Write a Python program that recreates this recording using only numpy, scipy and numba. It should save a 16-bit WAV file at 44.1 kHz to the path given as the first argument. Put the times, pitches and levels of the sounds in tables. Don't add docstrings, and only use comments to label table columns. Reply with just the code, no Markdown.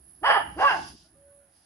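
import sys
import numpy as np
from scipy import signal
from scipy.fft import rfft, irfft
from scipy.io import wavfile
from scipy.ndimage import uniform_filter1d, map_coordinates
from numba import njit

SR = 44100
rng = np.random.default_rng(int(sys.argv[2]) if len(sys.argv) > 2 else 0)


def transcribe(u):
    v = np.clip(np.atleast_2d(u).T, -1, 1)
    q = np.round(v * 32767).astype(np.int16)
    wavfile.write(sys.argv[1], SR, q)


N = 72765
T = np.arange(N) / SR


def undb(db):
    return 10 ** (np.asarray(db) / 20)


def unit(x):
    return x / np.sqrt(np.mean(x ** 2))


def curves(table):
    times, *columns = np.array(table, float).T
    return [np.interp(T, times, c) for c in columns]


def during(table):
    return uniform_filter1d(1. * ((T > table[0][0]) & (T < table[-1][0])), size=256)


def pan(db):
    return undb(np.array([[db], [-db]]) / 2)


def wander(rate_hz):
    return unit(map_coordinates(rng.standard_normal(4096), [T * rate_hz], mode="wrap"))


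def phase_rad(hz):
    return 2 * np.pi * np.cumsum(hz) / SR


def tint(x, colour):
    hz, db = np.array(colour, float).T
    bins_hz = np.fft.rfftfreq(N, 1 / SR)
    return irfft(rfft(x) * undb(np.interp(np.log(bins_hz + 1), np.log(hz), db)), N)


def noise(colour, correlation):
    x = tint(rng.standard_normal((3, N)), colour)
    return unit(np.sqrt(correlation) * x[0] + np.sqrt(1 - correlation) * x[1:])


@njit
def bandpass(x, centre_hz, width_hz):
    y, band, low = np.empty(len(x)), 0., 0.
    for i in range(len(x)):
        g, k = np.tan(np.pi * centre_hz[i] / SR), width_hz / centre_hz[i]
        v = (band + g * (x[i] - low)) / (1 + g * (g + k))
        band, low, y[i] = 2 * v - band, low + 2 * g * v, k * v
    return y


def resonate(x, hz, width_hz):
    centre_hz = hz * np.ones(N)
    return bandpass(bandpass(x, centre_hz, 1. * width_hz), centre_hz, 1. * width_hz)


def background():
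    # freq_hz, gain_db
    air_colour = [(200, -5.5), (350, -10.5), (700, 3), (1100, -5), (1700, -2), (2200, -9.5), (4000, -14.5),
                  (8000, -15.5), (12000, -22.5), (15000, -30)]
    rumble_colour = [(20, -31.5), (40, -22.5), (60, 1.5), (82, 0.5), (105, -6.5), (170, -4.5), (250, -10.5),
                     (330, -5), (450, -23.5), (1200, -44.5), (6000, -81.5)]
    # time_s, level_db
    rumble_level = [(0, -63.5), (.2, -66.5), (.25, -58), (.45, -51), (.6, -50.5), (.69, -56), (.82, -46.5),
                    (.88, -56), (.95, -50.5), (.98, -65.5), (1.1, -68.5), (1.14, -62), (1.25, -70),
                    (1.65, -73.5)]
    rumble = noise(rumble_colour, correlation=.93) * undb(curves(rumble_level)[0] + 1.5)
    return rumble + undb(-70.5) * noise(air_colour, correlation=.2)


def far_calls():
    # centre_s, length_s, pitch_hz, level_db
    notes = [(1.06, 0.031, 645, -65), (1.062, 0.071, 1450, -72), (1.16, 0.055, 1200, -75),
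             (1.296, .06, 1475, -72), (1.338, 0.065, 1124, -75), (1.43, .06, 1460, -72.5)]
    calls = np.zeros(N)
    for centre_s, length_s, pitch_hz, level_db in notes:
        envelope = undb(level_db) * np.exp(-(2 * (T - centre_s) / length_s) ** 2)
        calls += envelope * np.sin(phase_rad(pitch_hz * (1 + .025 * wander(210))))
    return calls


def dove():
    # time_s, pitch_hz, level_db
    coo = [(1.12, 529, -82), (1.134, 529, -94), (1.156, 550, -65.5), (1.188, 559, -62.5),
           (1.268, 566.4, -57), (1.412, 566, -61.5), (1.56, 543, -82.5)]
    pitch_hz, level_db = curves(coo)
    return np.sqrt(2) * np.sin(phase_rad(pitch_hz)) * undb(level_db) * during(coo) * pan(db=-3)


def hiss():
    # freq_hz, gain_db
    colour = [(1500, -44.5), (3000, -9.5), (4200, -11), (4950, 0.5), (5500, -7), (6200, -10), (7200, -18),
              (9000, -23), (12000, -47.5)]
    # time_s, level_db
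    level = [(0, -80.5), (.56, -69.5), (.61, -48.5), (.72, -47), (.88, -48.5), (.94, -57.5), (1.04, -60.5),
             (1.13, -81.5), (1.46, -94), (1.56, -70.5), (1.65, -69.5)]
    band = noise(colour, correlation=.2)
    flutter_db = 1.2 * wander(43)
    return band * undb(curves(level)[0] + flutter_db) * pan(db=-2.5)


def insect():
    # freq_hz, gain_db
    colour = [(7000, -42.5), (8800, -27.5), (9600, -10), (10150, -6), (10900, -6), (11250, -18),
              (11600, -45), (15000, -44)]
    # time_s, level_db
    level = [(0.0, -60.5), (0.096, -54), (0.206, -58), (0.33, -47.5), (0.574, -57.5), (0.67, -55),
             (0.84, -59), (0.864, -52), (0.946, -60.5), (0.964, -70), (1.364, -59.5), (1.492, -67),
             (1.584, -63.5), (1.65, -69)]
    stroke_hz, depth = 73.5, .27
    phase = phase_rad(stroke_hz * (1 + .002 * wander(4.2)))
    strokes = unit(1 + depth * np.cos(phase) + depth ** 2 * np.sin(2 * phase))
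    return noise(colour, correlation=.08) * strokes * undb(curves(level)[0] - 1) * pan(db=-9.5)


def echoes(x, t60_s, build_s):
    response = rng.standard_normal((2, N)) * undb(-60 * T / t60_s) * (1 - np.exp(-T / build_s))
    response /= np.sqrt(np.sum(response ** 2, axis=1, keepdims=True))
    return signal.fftconvolve(x[None], response, axes=1)[:, :N]


def yard(x, pan_db):
    # freq_hz, gain_db
    echo_colour = [(150, 0.5), (250, 6.5), (340, 5), (500, -5), (810, 0.5), (1150, -3), (1700, 0.5),
                   (2900, 2.5), (5000, -12)]
    right_lag_s, scatter_low_hz = .00012, 800
    direct = np.array([x, np.interp(T - right_lag_s, T, x)])
    bright = signal.sosfilt(signal.butter(2, scatter_low_hz, "high", fs=SR, output="sos"), x)
    scatter = undb(-2) * echoes(bright, t60_s=.15, build_s=.0005)
    scrub = undb(-10) * echoes(tint(x, echo_colour), t60_s=.47, build_s=.01)
    return (direct + scatter + scrub) * pan(pan_db)


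def suppress(x, threshold_db=-54.5, depth_db=-8.5):
    power = np.abs(uniform_filter1d(np.mean(x ** 2, axis=0), size=1500))
    shut = 10 * np.log10(power + 1e-12) < threshold_db
    return x * undb(depth_db * uniform_filter1d(1. * shut, size=700))


def larynx(pitch_hz, roughness, growl):
    jitter, wander_hz, shimmer_db, rasp_db = .05, 265.9, 3.5, 5
    phase = phase_rad(pitch_hz * (1 + jitter * roughness * wander(wander_hz)))
    folds = unit(sum(np.cos(k * phase) for k in range(1, 21)))
    folds *= 1 + growl * np.cos(phase / 2)
    folds *= undb(shimmer_db * roughness * wander(wander_hz))
    air = rng.standard_normal(N) * (1 + .5 * np.cos(phase))
    return np.sqrt(1 - roughness ** 2) * folds + undb(rasp_db) * roughness * air


def bark(voice, effort, throat):
    hum_top_hz, soft_db, full_db = 420, -43, -27
    pitch_hz, roughness, growl, mouth_hz, bright_db = curves(voice)
    level_db, = curves(effort)
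    source = larynx(pitch_hz, roughness, growl)
    mouth = undb(4.5) * resonate(source, mouth_hz, width_hz=254)
    chest = undb(-11) * resonate(source, pitch_hz, width_hz=200)
    formants = sum((-1) ** k * undb(gain_db + bright_db) * resonate(source, hz, width_hz)
                   for k, (hz, width_hz, gain_db) in enumerate(throat))
    hum = undb(5.5) * signal.sosfilt(signal.butter(3, hum_top_hz, fs=SR, output="sos"), source)
    opening = np.maximum.accumulate(np.clip((level_db - soft_db) / (full_db - soft_db), 0, 1))
    sound = opening * (mouth + chest + formants) + (1 - opening) * hum
    running_rms = np.sqrt(uniform_filter1d(sound ** 2, size=400) + 1e-12)
    return sound / running_rms * undb(level_db) * during(effort)


def fox():
    # time_s, pitch_hz, roughness, growl, mouth_hz, bright_db
    voice_1 = [(.21, 284.8, 0.2, 0.27, 380, 1.5), (.228, 339, 0.15, 0.18, 600, -1),
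               (.245, 448.7, 0.28, 0.28, 860, -0.5), (.268, 553.2, 0.37, 0.3, 954, 6.5),
               (.3, 551.9, 0.57, 0.9, 743, -4.5), (.333, 562.9, 0.8, .6, 864, 8.5),
               (.355, 466.2, 0.46, 0.27, 890, 3), (.376, 397.7, 0.42, 0.2, 790, -3),
               (.41, 294.3, 0.78, 0.7, 807, 1.5)]
    voice_2 = [(.56, 275.3, 0.14, 0.43, 330, -8), (.582, 354.1, 0.093, 0, 521.4, -6.5),
               (.602, 490.1, 0.4, .5, 706, -4), (.634, 553.5, 0.51, 0.64, 837, -5),
               (.658, 569.6, 0.11, 0.73, 1110, -16), (.68, 543, 0.23, .1, 1150, 8),
               (.703, 492.3, 0.76, 0.28, 920, 14), (.728, 410.4, 0.44, .1, 790, 6.5),
               (.78, 277.5, 0.81, .1, 816, -17)]
    # time_s, level_db
    effort_1 = [(0.21, -63), (0.242, -23), (0.294, -19), (0.302, -13), (0.33, -24.5), (0.376, -18.5),
                (0.386, -39), (0.404, -29), (0.43, -43)]
    effort_2 = [(0.562, -42), (0.572, -38.5), (0.614, -20.5), (0.662, -15), (0.688, -22), (0.71, -21.5),
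                (0.8, -37.5)]
    # centre_hz, width_hz, gain_db
    throat_1 = [(713, 140, -0.5), (1304, 330, -3.5), (1762, 210, -0.5), (2227, 660, -23), (2999, 320, -7.5),
                (4730, 540, -25), (5390, 150, -26), (8440, 700, -41.5)]
    throat_2 = [(722, 150, -7), (1109, 105, -6), (1546, 290, -2), (2100, 83, -20.5), (2789, 270, -10),
                (4920, 500, -30.5), (7530, 5800, -54)]
    first = undb(.5) * bark(voice_1, effort_1, throat_1)
    second = undb(-.5) * bark(voice_2, effort_2, throat_2)
    return suppress(yard(first, pan_db=-4) + yard(second, pan_db=-2.26))


def scene():
    return fox() + insect() + hiss() + dove() + far_calls() + background()


def record(dry):
    top_hz = 15700
    return signal.sosfilt(signal.ellip(8, .2, 70, top_hz, fs=SR, output="sos"), dry)


dry = scene()
out = record(dry)
transcribe(out)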